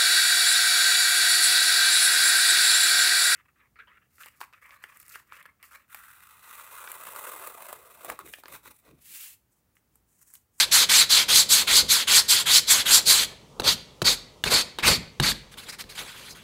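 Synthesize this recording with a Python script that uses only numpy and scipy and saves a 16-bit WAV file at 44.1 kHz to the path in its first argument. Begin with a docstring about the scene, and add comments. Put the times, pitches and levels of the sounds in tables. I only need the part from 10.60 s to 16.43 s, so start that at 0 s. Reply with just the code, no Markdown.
"""In a small workshop a hand rubs sandpaper to and fro over the edge of a wooden lid held on a bench mat,
then slaps it on for five single strokes; afterwards the paper rustles and the lid slides flat.
Random tears, thousands a second, ring wood, paper and grit through one colour each; landings add decaying
modes and noise bursts; bench and lid rumble as low noise. Decaying noise tails answer for the room,
over a steady hush, with the same sound on both channels."""
import sys
import numpy as np
from scipy import signal
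from scipy.fft import rfft, irfft, next_fast_len
from scipy.io import wavfile
from scipy.ndimage import uniform_filter1d, map_coordinates

SR = 44100
rng = np.random.default_rng(int(sys.argv[2]) if len(sys.argv) > 2 else 0)


def amplitude_ratio(level_db):
    """Convert a level in decibels to the matching linear amplitude (field) ratio."""
    exponent = np.asarray(level_db, float) / 20
    return 10 ** exponent


def generate_wav(signal):
    """Clip the signal to [-1, 1] and save it as 16-bit WAV at the path in sys.argv[1]."""
    frames = np.transpose(np.atleast_2d(signal))
    scaled = np.clip(frames, -1, 1) * 32767
    pcm = np.round(scaled).astype(np.int16)
    wavfile.write(sys.argv[1], SR, pcm)


N = 257103  # samples

# Colours of the rubbing layers and of the treble of loose paper and mat: f/Hz, relative level/dB
RASP_COLOUR = [(2120, -62.5), (3600, -9), (4400, 4), (5500, -6), (6300, -8), (8190, -63), (13900, -120)]
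WOOD_COLOUR = [(500, -24), (850, -11.5), (973, -8), (1060, -6.5), (1980, -4.5), (2260, -1), (2700, -4),
               (3510, -25), (5940, -120)]
DRAG_COLOUR = [(1470, -17.5), (2500, -12), (3200, 7), (3800, 1.5), (4940, -46.5), (8360, -120)]
GRIT_COLOUR = [(3410, -56), (5800, -15), (6390, -6.5), (7260, 2), (9210, -3.5), (9990, -3), (12000, -5),
               (15100, -11), (16000, -24.5)]
RUSTLE_COLOUR = [(3410, -24), (5800, -9.5), (7290, 0.5), (11200, -1), (15000, -7.5), (16000, -11)]
# Colours of the bench rumble, the lid rumble and the workshop hush: f/Hz, relative level/dB
BENCH_COLOUR = [(18, -31.5), (34, -8.5), (45, -1), (97, -3), (145, 0.5), (210, -2.5), (330, -12),
                (500, -17.5), (900, -48), (2000, -120)]
LID_COLOUR = [(120, -33.5), (220, -1), (320, -1), (408, 4), (543, 4), (727, -2.5), (950, -0.5), (1300, -5),
              (2000, -36), (4000, -120)]
HUSH_COLOUR = [(410, -33), (700, -15), (818, -36.5), (1050, -30), (1150, -9.5), (1340, -18), (3190, -3.5),
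               (4240, -8), (6020, -7), (15500, -21)]
# Narrow resonances of the rubbed edge: f/Hz, width/Hz, lift/dB (negative dips)
EDGE_PEAKS = [(1100, 18, -4.5), (1515, 230, 3), (1940, 36, 3.5), (3470, 47, 4), (3996, 253, 4),
              (4380, 49, -4.5), (4600, 200, -0.5), (6520, 77, 7), (8150, 130, 2), (8400, 47, 3.5),
              (10550, 120, 3.5)]
# Broad lid modes rung by single strokes wrapping the corner: f/Hz, width/Hz, lift/dB (negative dips)
CORNER_PEAKS = [(1020, 500, 4.5), (2310, 980, 3), (3660, 130, 6), (4510, 250, 4.5), (5700, 205, -2)]

# Strokes away from the body, fastest early:
# touch t/s, time to fastest/s, time to lift/s, base rasp level/dB, base loss off top speed/dB
PUSH_STROKES = [(.11, 0.048, 0.12, -17, 4), (.489, 0.039, .13, -17, 6), (.884, 0.045, .13, -17, 10.5),
                (1.277, 0.046, 0.14, -18, 13.5), (1.677, 0.035, 0.13, -18, 10.5),
                (2.067, 0.046, 0.14, -16.5, 13.5), (2.451, 0.05, 0.18, -16.5, 10)]
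# Strokes back, fastest late: same columns
PULL_STROKES = [(-.1, 0.061, 0.13, -13.5, 11), (.286, 0.088, .14, -15.5, 10),
                (.679, 0.096, 0.14, -15, 16.5), (1.067, 0.11, 0.14, -14.5, 23.5),
                (1.469, 0.1, 0.13, -14.5, 20.5), (1.854, 0.11, 0.13, -14.5, 23),
                (2.25, 0.098, 0.14, -15, 26)]
# Single strokes over the corner: same columns
SWIPE_STROKES = [(3.03, 0.051, 0.099, -19, 18.5), (3.441, .033, 0.092, -19, 15),
                 (3.899, 0.047, 0.11, -20.5, 8.5), (4.226, 0.053, 0.13, -18, 17),
                 (4.622, .05, 0.084, -24.5, 1.5)]
# Landed paper skidding before a single stroke: same columns
SKID_STROKES = [(3.845, .035, 0.076, -30, 15), (4.186, .004, .018, -35.5, 8.5),
                (4.221, .005, 0.0116, -38, 6), (4.603, .015, 0.038, -42, 6)]
# Paper rustling in the hand:
# start t/s, time to loudest/s, time to end/s, rasp level/dB, dull-tone drive/dB (scaled for each layer)
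RUSTLE_MOVES = [(4.91, .02, 0.034, -57, 4), (4.968, 0.018, 0.042, -48.5, 4.5), (5.016, 0.029, .025, -51, 1),
                (5.05, .03, .04, -56.5, 8.5), (5.082, 0.021, 0.018, -38, -6.5),
                (5.118, .009, 0.029, -43.5, -4), (5.182, 0.026, 0.03, -38, -1.5),
                (5.287, 0.014, 0.053, -47.5, -1.5), (5.347, .012, 0.075, -49, 4.5),
                (5.372, 0.021, .06, -44, 4), (5.47, 0.019, .03, -56.5, -2), (5.688, .022, 0.039, -43, -13),
                (5.744, .016, 0.095, -57.5, 8)]
# Lid sliding flat on the mat: same columns
SLIDE_MOVES = [(5.43, 0.027, 0.1, -55, 6), (5.54, .08, 0.14, -54, 5)]
# Rows wood tone, dull drag, fine grit:
# level/dB re rasp at its fastest, share of the loss while gathering speed, share while slowing
PUSH_LAYERS = [(-10.5, 2, 0.3), (-9.5, 1.2, 0.3), (-0.5, 2.1, 1)]
PULL_LAYERS = [(-12, 0.12, 0.48), (-11, .05, 0.82), (-2, 0.7, 1.5)]
SWIPE_LAYERS = [(-8, .8, 0.85), (-10, 0.91, 0.68), (-5.5, 1, 0.72)]
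SKID_LAYERS = [(-3, .6, 1), (-7.5, .6, 0.99), (-6.5, 1, .9)]
LOOSE_LAYERS = [(0, 0.56, 0.84), (-9.5, 0.79, 0.84), (0.4, 0.92, 1)]
# How far the dull-tone drive moves each layer: wood, drag, grit [dB per dB]
DULL_SHARES = (0.88, 1.9, .4)
# How hard the hand presses and how flat the paper lies: t/s, pressure level/dB, flatness level/dB
HAND_PRESSURE = [(0, 3, -.5), (.15, 4.5, 1), (.23, 1.5, -4.5), (.4, 2, 0), (.54, -0.5, -3), (.62, 2, -5),
                 (.8, -3, 0.2), (.93, -0.5, 2.5), (1.1, 0.5, -1.5), (1.2, -3.5, -2.5), (1.33, 0.6, 1.5),
                 (1.49, 1.5, -1.5), (1.57, 0.5, -0.5), (1.72, -2.5, 1), (1.88, 0.5, -2), (1.97, -0.5, 0.5),
                 (2.12, 1.5, 2.5), (2.28, -1, -2), (2.36, 0.5, 3), (2.52, .3, 1.5), (2.64, -2, -1.5),
                 (3.082, -3.5, -2), (3.46, -2.5, -0.5), (3.52, -2.5, 0), (3.92, 3, 3.5), (3.98, 0, -1),
                 (4.19, 2, -4), (4.24, 9.5, 2), (4.281, 4, 4), (4.33, 2.3, -1), (4.64, 3, -0.2),
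                 (4.71, 0.1, 1.8)]

# Jolts of the lid on the bench, swelling up to t: t/s, deep bench level/dB, lid level/dB, rise/s
LID_JOLTS = [(.712, -47, -44, 0.023), (.91, -46, -42.5, .02), (1.142, -46, -43, 0.048),
             (1.229, -41, -57, .02), (2.476, -43, -43.5, .02), (2.999, -42, -46, 0.0034),
             (3.081, -37.5, -34, 0.15), (3.418, -34, -38, 0.0015), (3.468, -43, -32, 0.041),
             (3.862, -35, -32.5, 0.012), (3.931, -38.5, -28, 0.055), (4.186, -55, -45, .003),
             (4.286, -26.5, -27.5, 0.095), (4.6, -26.5, -34.5, .003), (4.68, -51, -42, .04),
             (5.08, -63, -52, 0.059), (5.2, -65, -55, 0.017), (5.402, -58, -50, 0.032),
             (5.7, -58, -72, 0.027)]
# How fast the room dies away at each frequency: f/Hz, t60/s
ROOM_DECAY = [(100, 0.63), (700, 0.16), (2000, 0.62), (5000, 0.41), (12000, 0.28)]
# Paper landing on the wood, and small ticks:
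# t/s, overall level/dB, knock level/dB and thud level/dB re overall, flattening time/s
LANDINGS = [(2.998, -15.5, -7, -35, 0.011), (3.0197, -23, -17, -18, .002), (3.418, -12.5, -6, -15, 0.011),
            (3.839, -9.5, -25, -21, .008), (4.1864, -17.5, -9.5, -36, .005),
            (4.5993, -10.5, -13, -11.5, 0.0077), (4.7184, -17, -25, -17, .002),
            (4.9409, -34.5, -26, -31, 0.00194), (5.24, -36, -17, -8, .003)]
# Struck modes of the paper, the middle of the lid, and the low lid and bench: f/Hz, mean level/dB, t60/s
PAPER_MODES = [(1680, 3.5, 0.013), (2400, -10, .007), (2880, -3, 0.027), (3795, 6, 0.02),
               (4620, -5.5, 0.024), (7200, -33, .005)]
KNOCK_MODES = [(340, -4, 0.043), (464, 6, 0.0089), (646, -6, 0.033), (850, 2, 0.019), (1020, 3, 0.02),
               (1260, 4, 0.0097)]
THUD_MODES = [(44.7, -13.5, 1), (84, -11, 0.068), (133, -6.5, 0.11), (208, -6, 0.13), (303, -12, 0.035)]

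# Motion of each kind of stroke: bite/s, gathering/s, slowing/s, lift-off/s
PUSH_MOTION, PULL_MOTION = (0.016, 0.042, 0.051, 0.035), (0.013, 0.083, 0.085, 0.033)
SWIPE_MOTION, SKID_MOTION = (0.012, 0.035, 0.068, 0.03), (0.01, 0.056, 0.018, 0.02)
CRINKLE_MOTION, GLIDE_MOTION = (0.008, 0.014, 0.027, 0.021), (0.02, 0.06, 0.08, 0.033)


def unit(x):
    """Scale a sound to rms 1."""
    return x / np.sqrt(np.mean(x ** 2) + 1e-20)


def along(points, hz):
    """Read a curve of (Hz, value) points on a log frequency axis."""
    f, value = np.transpose(points)
    return np.interp(np.log(hz + 1), np.log(f + 1), value)


def coloured(x, spectrum):
    """Filter a sound through a colour and bring it to rms 1."""
    m = next_fast_len(N + 8192)
    gain = amplitude_ratio(along(spectrum, np.fft.rfftfreq(m, 1 / SR)))
    return unit(irfft(rfft(x, m) * gain, m)[:N])


def resonant(x, peaks):
    """Lift or dip a sound at causal resonances, as a ringing body does."""
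    m = next_fast_len(N + 8192)
    f = np.fft.rfftfreq(m, 1 / SR)
    response = 1
    for centre, width, db in peaks:
        band = 1j * f * width / (centre ** 2 - f ** 2 + 1j * f * width)
        response = response + (amplitude_ratio(db) - 1) * band
    return irfft(rfft(x, m) * response, m)[:N]


def wobble(rate):
    """Smooth random curve with the given number of knots a second."""
    knots = rng.standard_normal(int(N * rate / SR) + 4)
    return map_coordinates(knots, [np.arange(N) * rate / SR])


def tearing(spread_db, clump_db, patchy_db):
    """Single fibre tears of uneven size on fine abrasion, in clumps, their colour shifting in patches."""
    tears_per_s = 11000
    size_db = spread_db * np.minimum(rng.exponential(size=N), 3)
    tears = (rng.random(N) < tears_per_s / SR) * rng.standard_normal(N) * amplitude_ratio(size_db)
    abrasion = 1.93 * rng.standard_normal(N)
    clumps = amplitude_ratio(clump_db * (wobble(250) + 0.14 * wobble(31)))
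    grains = (unit(tears) + abrasion) * clumps
    z = signal.stft(grains, nperseg=256)[2]
    patches = uniform_filter1d(rng.standard_normal(z.shape), size=5, axis=0)
    patches = uniform_filter1d(patches, size=8, axis=1)
    return signal.istft(z * amplitude_ratio(patchy_db * unit(patches)), nperseg=256)[1][:N]


def effort(rows, motion, tone):
    """Gains of rasp, wood, drag and grit: the paper bites, gathers speed, slows, and lifts off."""
    bite, gather, slow, off = motion
    gains = np.zeros((4, N))
    for touch, fastest, lift, db, loss_db, dull_db in rows:
        at = np.arange(max(int(touch * SR), 0), min(int((touch + lift + off) * SR), N))
        t = at / SR - touch
        early = t < fastest
        away = np.abs(t - fastest) / np.where(early, gather, slow)
        lost_db = loss_db * (1 - np.exp(-away ** 1.47))  # power 1 = pointed top speed, 2 = rounded
        biting = np.clip(t / bite, 0, 1) ** 1.1
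        lifting = np.clip(1 - (t - lift) / off, 0, 1) ** 1.26
        contact = amplitude_ratio(db) * biting * lifting
        layers = [(0, 1, 0.93)]  # rasp
        for (level, before, after), reach in zip(tone, DULL_SHARES):
            layers.append((level + reach * dull_db, before, after))
        for k, (level, before, after) in enumerate(layers):
            gains[k, at] += contact * amplitude_ratio(level - np.where(early, before, after) * lost_db)
    return gains


def strokes(rows, motion, tone):
    """Effort of sanding strokes that need no added dull tone."""
    return effort([(*row, 0) for row in rows], motion, tone)


def quick():
    """Layer gains for the to and fro of the hand."""
    pushes = strokes(PUSH_STROKES, PUSH_MOTION, PUSH_LAYERS)
    return pushes + strokes(PULL_STROKES, PULL_MOTION, PULL_LAYERS)


def rubbing(gains, grains, treble):
    """The same grains ring wood, paper and grit, each layer at its own gain."""
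    grains = resonant(grains, EDGE_PEAKS)
    colours = (RASP_COLOUR, WOOD_COLOUR, DRAG_COLOUR, treble)
    return sum(gain * coloured(grains, colour) for gain, colour in zip(gains, colours))


def sanding():
    """Paper strokes along the edge, later over the corner; pressure and flatness tilt the layers."""
    corner_from_s = 2.9
    grains = tearing(spread_db=1.0, clump_db=0.5, patchy_db=2.0)
    corner = unit(resonant(grains, CORNER_PEAKS)) * np.std(grains)
    t = np.arange(N) / SR
    grains = np.where(t < corner_from_s, grains, corner)
    gains = quick() + strokes(SWIPE_STROKES, SWIPE_MOTION, SWIPE_LAYERS)
    gains += strokes(SKID_STROKES, SKID_MOTION, SKID_LAYERS)
    s, pressure, flatness = np.transpose(HAND_PRESSURE)
    # dB per dB of control, for rasp, wood, drag, grit
    colour_db = np.outer([-0.2, 1, 0.15, -0.2], np.interp(t, s, pressure))
    colour_db += np.outer([0, 0, -0.7, 1], np.interp(t, s, flatness))
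    return rubbing(gains * amplitude_ratio(colour_db), grains, GRIT_COLOUR)


def rumble(levels_db, t60, rest_db, rub_db, lag):
    """Gain of a low rumble: at rest, lagging (s) under the quick strokes, and dying after each jolt."""
    t = np.arange(N) / SR
    keep = np.exp(-1 / (lag * SR))
    rub_power = (amplitude_ratio(rub_db) * quick()[1]) ** 2  # follows the wood tone
    power = amplitude_ratio(rest_db) ** 2 + signal.lfilter([1 - keep], [1, -keep], rub_power)
    for (s, _, _, rise), db in zip(LID_JOLTS, levels_db):
        swell = np.clip((t - s) / rise + 1, 0, 1) ** 2
        power += (swell * amplitude_ratio(db - 60 * np.maximum(t - s, 0) / t60)) ** 2
    return np.sqrt(power)


def rocking():
    """Low noise of bench and lid, moved by rubbing and jolts; the lid's level wavers."""
    _, bench_db, lid_db, _ = np.transpose(LID_JOLTS)
    bench = rumble(bench_db, t60=0.47, rest_db=-57, rub_db=-22.5, lag=0.08)
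    lid = rumble(lid_db, t60=0.36, rest_db=-58.5, rub_db=-17.5, lag=0.043) * amplitude_ratio(1.6 * wobble(25))
    bench_noise = coloured(rng.standard_normal(N), BENCH_COLOUR)
    return bench * bench_noise + lid * coloured(rng.standard_normal(N), LID_COLOUR)


def hush():
    """Steady workshop air: coloured noise at a fixed low level."""
    return amplitude_ratio(-63) * coloured(rng.standard_normal(N), HUSH_COLOUR)


def workshop(x):
    """Room answer: each frequency dies at its own speed, with a fresh tail every third of a second."""
    wet, step = np.zeros(N + SR), SR // 3
    for start in range(0, N, step):
        hz, t, z = signal.stft(rng.standard_normal(SR * 2 // 3), SR, nperseg=256)
        decay = amplitude_ratio(-60 * t / along(ROOM_DECAY, hz)[:, None])
        tail = signal.istft(z * decay, SR, nperseg=256)[1]
        answer = signal.fftconvolve(x[start:start + step], tail / np.linalg.norm(tail))
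        wet[start:][:len(answer)] += answer[:N + SR - start]
    return np.pad(wet, (300, 0))[:N]  # 300 samples before the room answers


def ring(modes, t):
    """Modes struck once, neighbours in opposite phase; the grip shifts strength and pitch by chance."""
    out = np.zeros(len(t))
    for k, (hz, db, t60) in enumerate(modes):
        level = amplitude_ratio(db + rng.normal(0, 2) - 60 * t / t60)
        out += (-1) ** (k + 1) * level * np.sin(2 * np.pi * hz * rng.normal(1, 0.05) * t)
    return out


def slaps():
    """Each landing: a crack, the paper flattening for a moment, a knock on the wood and a thud."""
    out, t = np.zeros(N + SR), np.arange(SR // 4) / SR
    for s, db, knock_db, thud_db, flatten in LANDINGS:
        crack = 0.52 * amplitude_ratio(-60 * t / 0.005) * rng.standard_normal(len(t))
        hiss = np.convolve(rng.standard_normal(len(t)), [0.5, 1, 0.5], "same")  # paper is soft: less treble
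        flap = 0.33 * np.exp(-(t / max(flatten, 0.001)) ** 3) * hiss
        paper = 0.36 * (0.78 * ring(PAPER_MODES, t) + crack + flap)
        body = amplitude_ratio(knock_db) * ring(KNOCK_MODES, t) + amplitude_ratio(thud_db) * ring(THUD_MODES, t)
        out[round(s * SR):][:len(t)] += amplitude_ratio(db) * (paper + body)
    return out[:N]


def handling():
    """Loose paper and the lid on the mat: more uneven grains under a flatter treble."""
    # loss off the loudest moment: 9 dB for rustles, none for the slide
    rustles = [(*row[:4], 9, row[4]) for row in RUSTLE_MOVES]
    slide = [(*row[:4], 0, row[4]) for row in SLIDE_MOVES]
    gains = effort(rustles, CRINKLE_MOTION, LOOSE_LAYERS) + effort(slide, GLIDE_MOTION, LOOSE_LAYERS)
    return rubbing(gains, tearing(spread_db=5.5, clump_db=1.0, patchy_db=2.5), RUSTLE_COLOUR)


def scene():
    """Mix the near sounds, the room's answer, the rumble and the hush, alike on both channels."""
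    near = sanding() + slaps() + handling()
    mono = near + amplitude_ratio(-17.0) * workshop(near) + rocking() + hush()
    return np.array([mono, mono])


def low_pass(x):
    """Removes everything above the highest recorded frequency."""
    return signal.sosfilt(signal.butter(12, 16660, fs=SR, output="sos"), x)


def record(dry):
    """Band-limit the mix with a steep cut of the top treble."""
    top_hz = 15750
    m = next_fast_len(N + 8192)
    passed = np.fft.rfftfreq(m, 1 / SR) < top_hz
    limited = irfft(rfft(dry, m) * passed, m)[:, :N]
    return low_pass(limited)


dry = scene()
out = record(dry)
generate_wav(out)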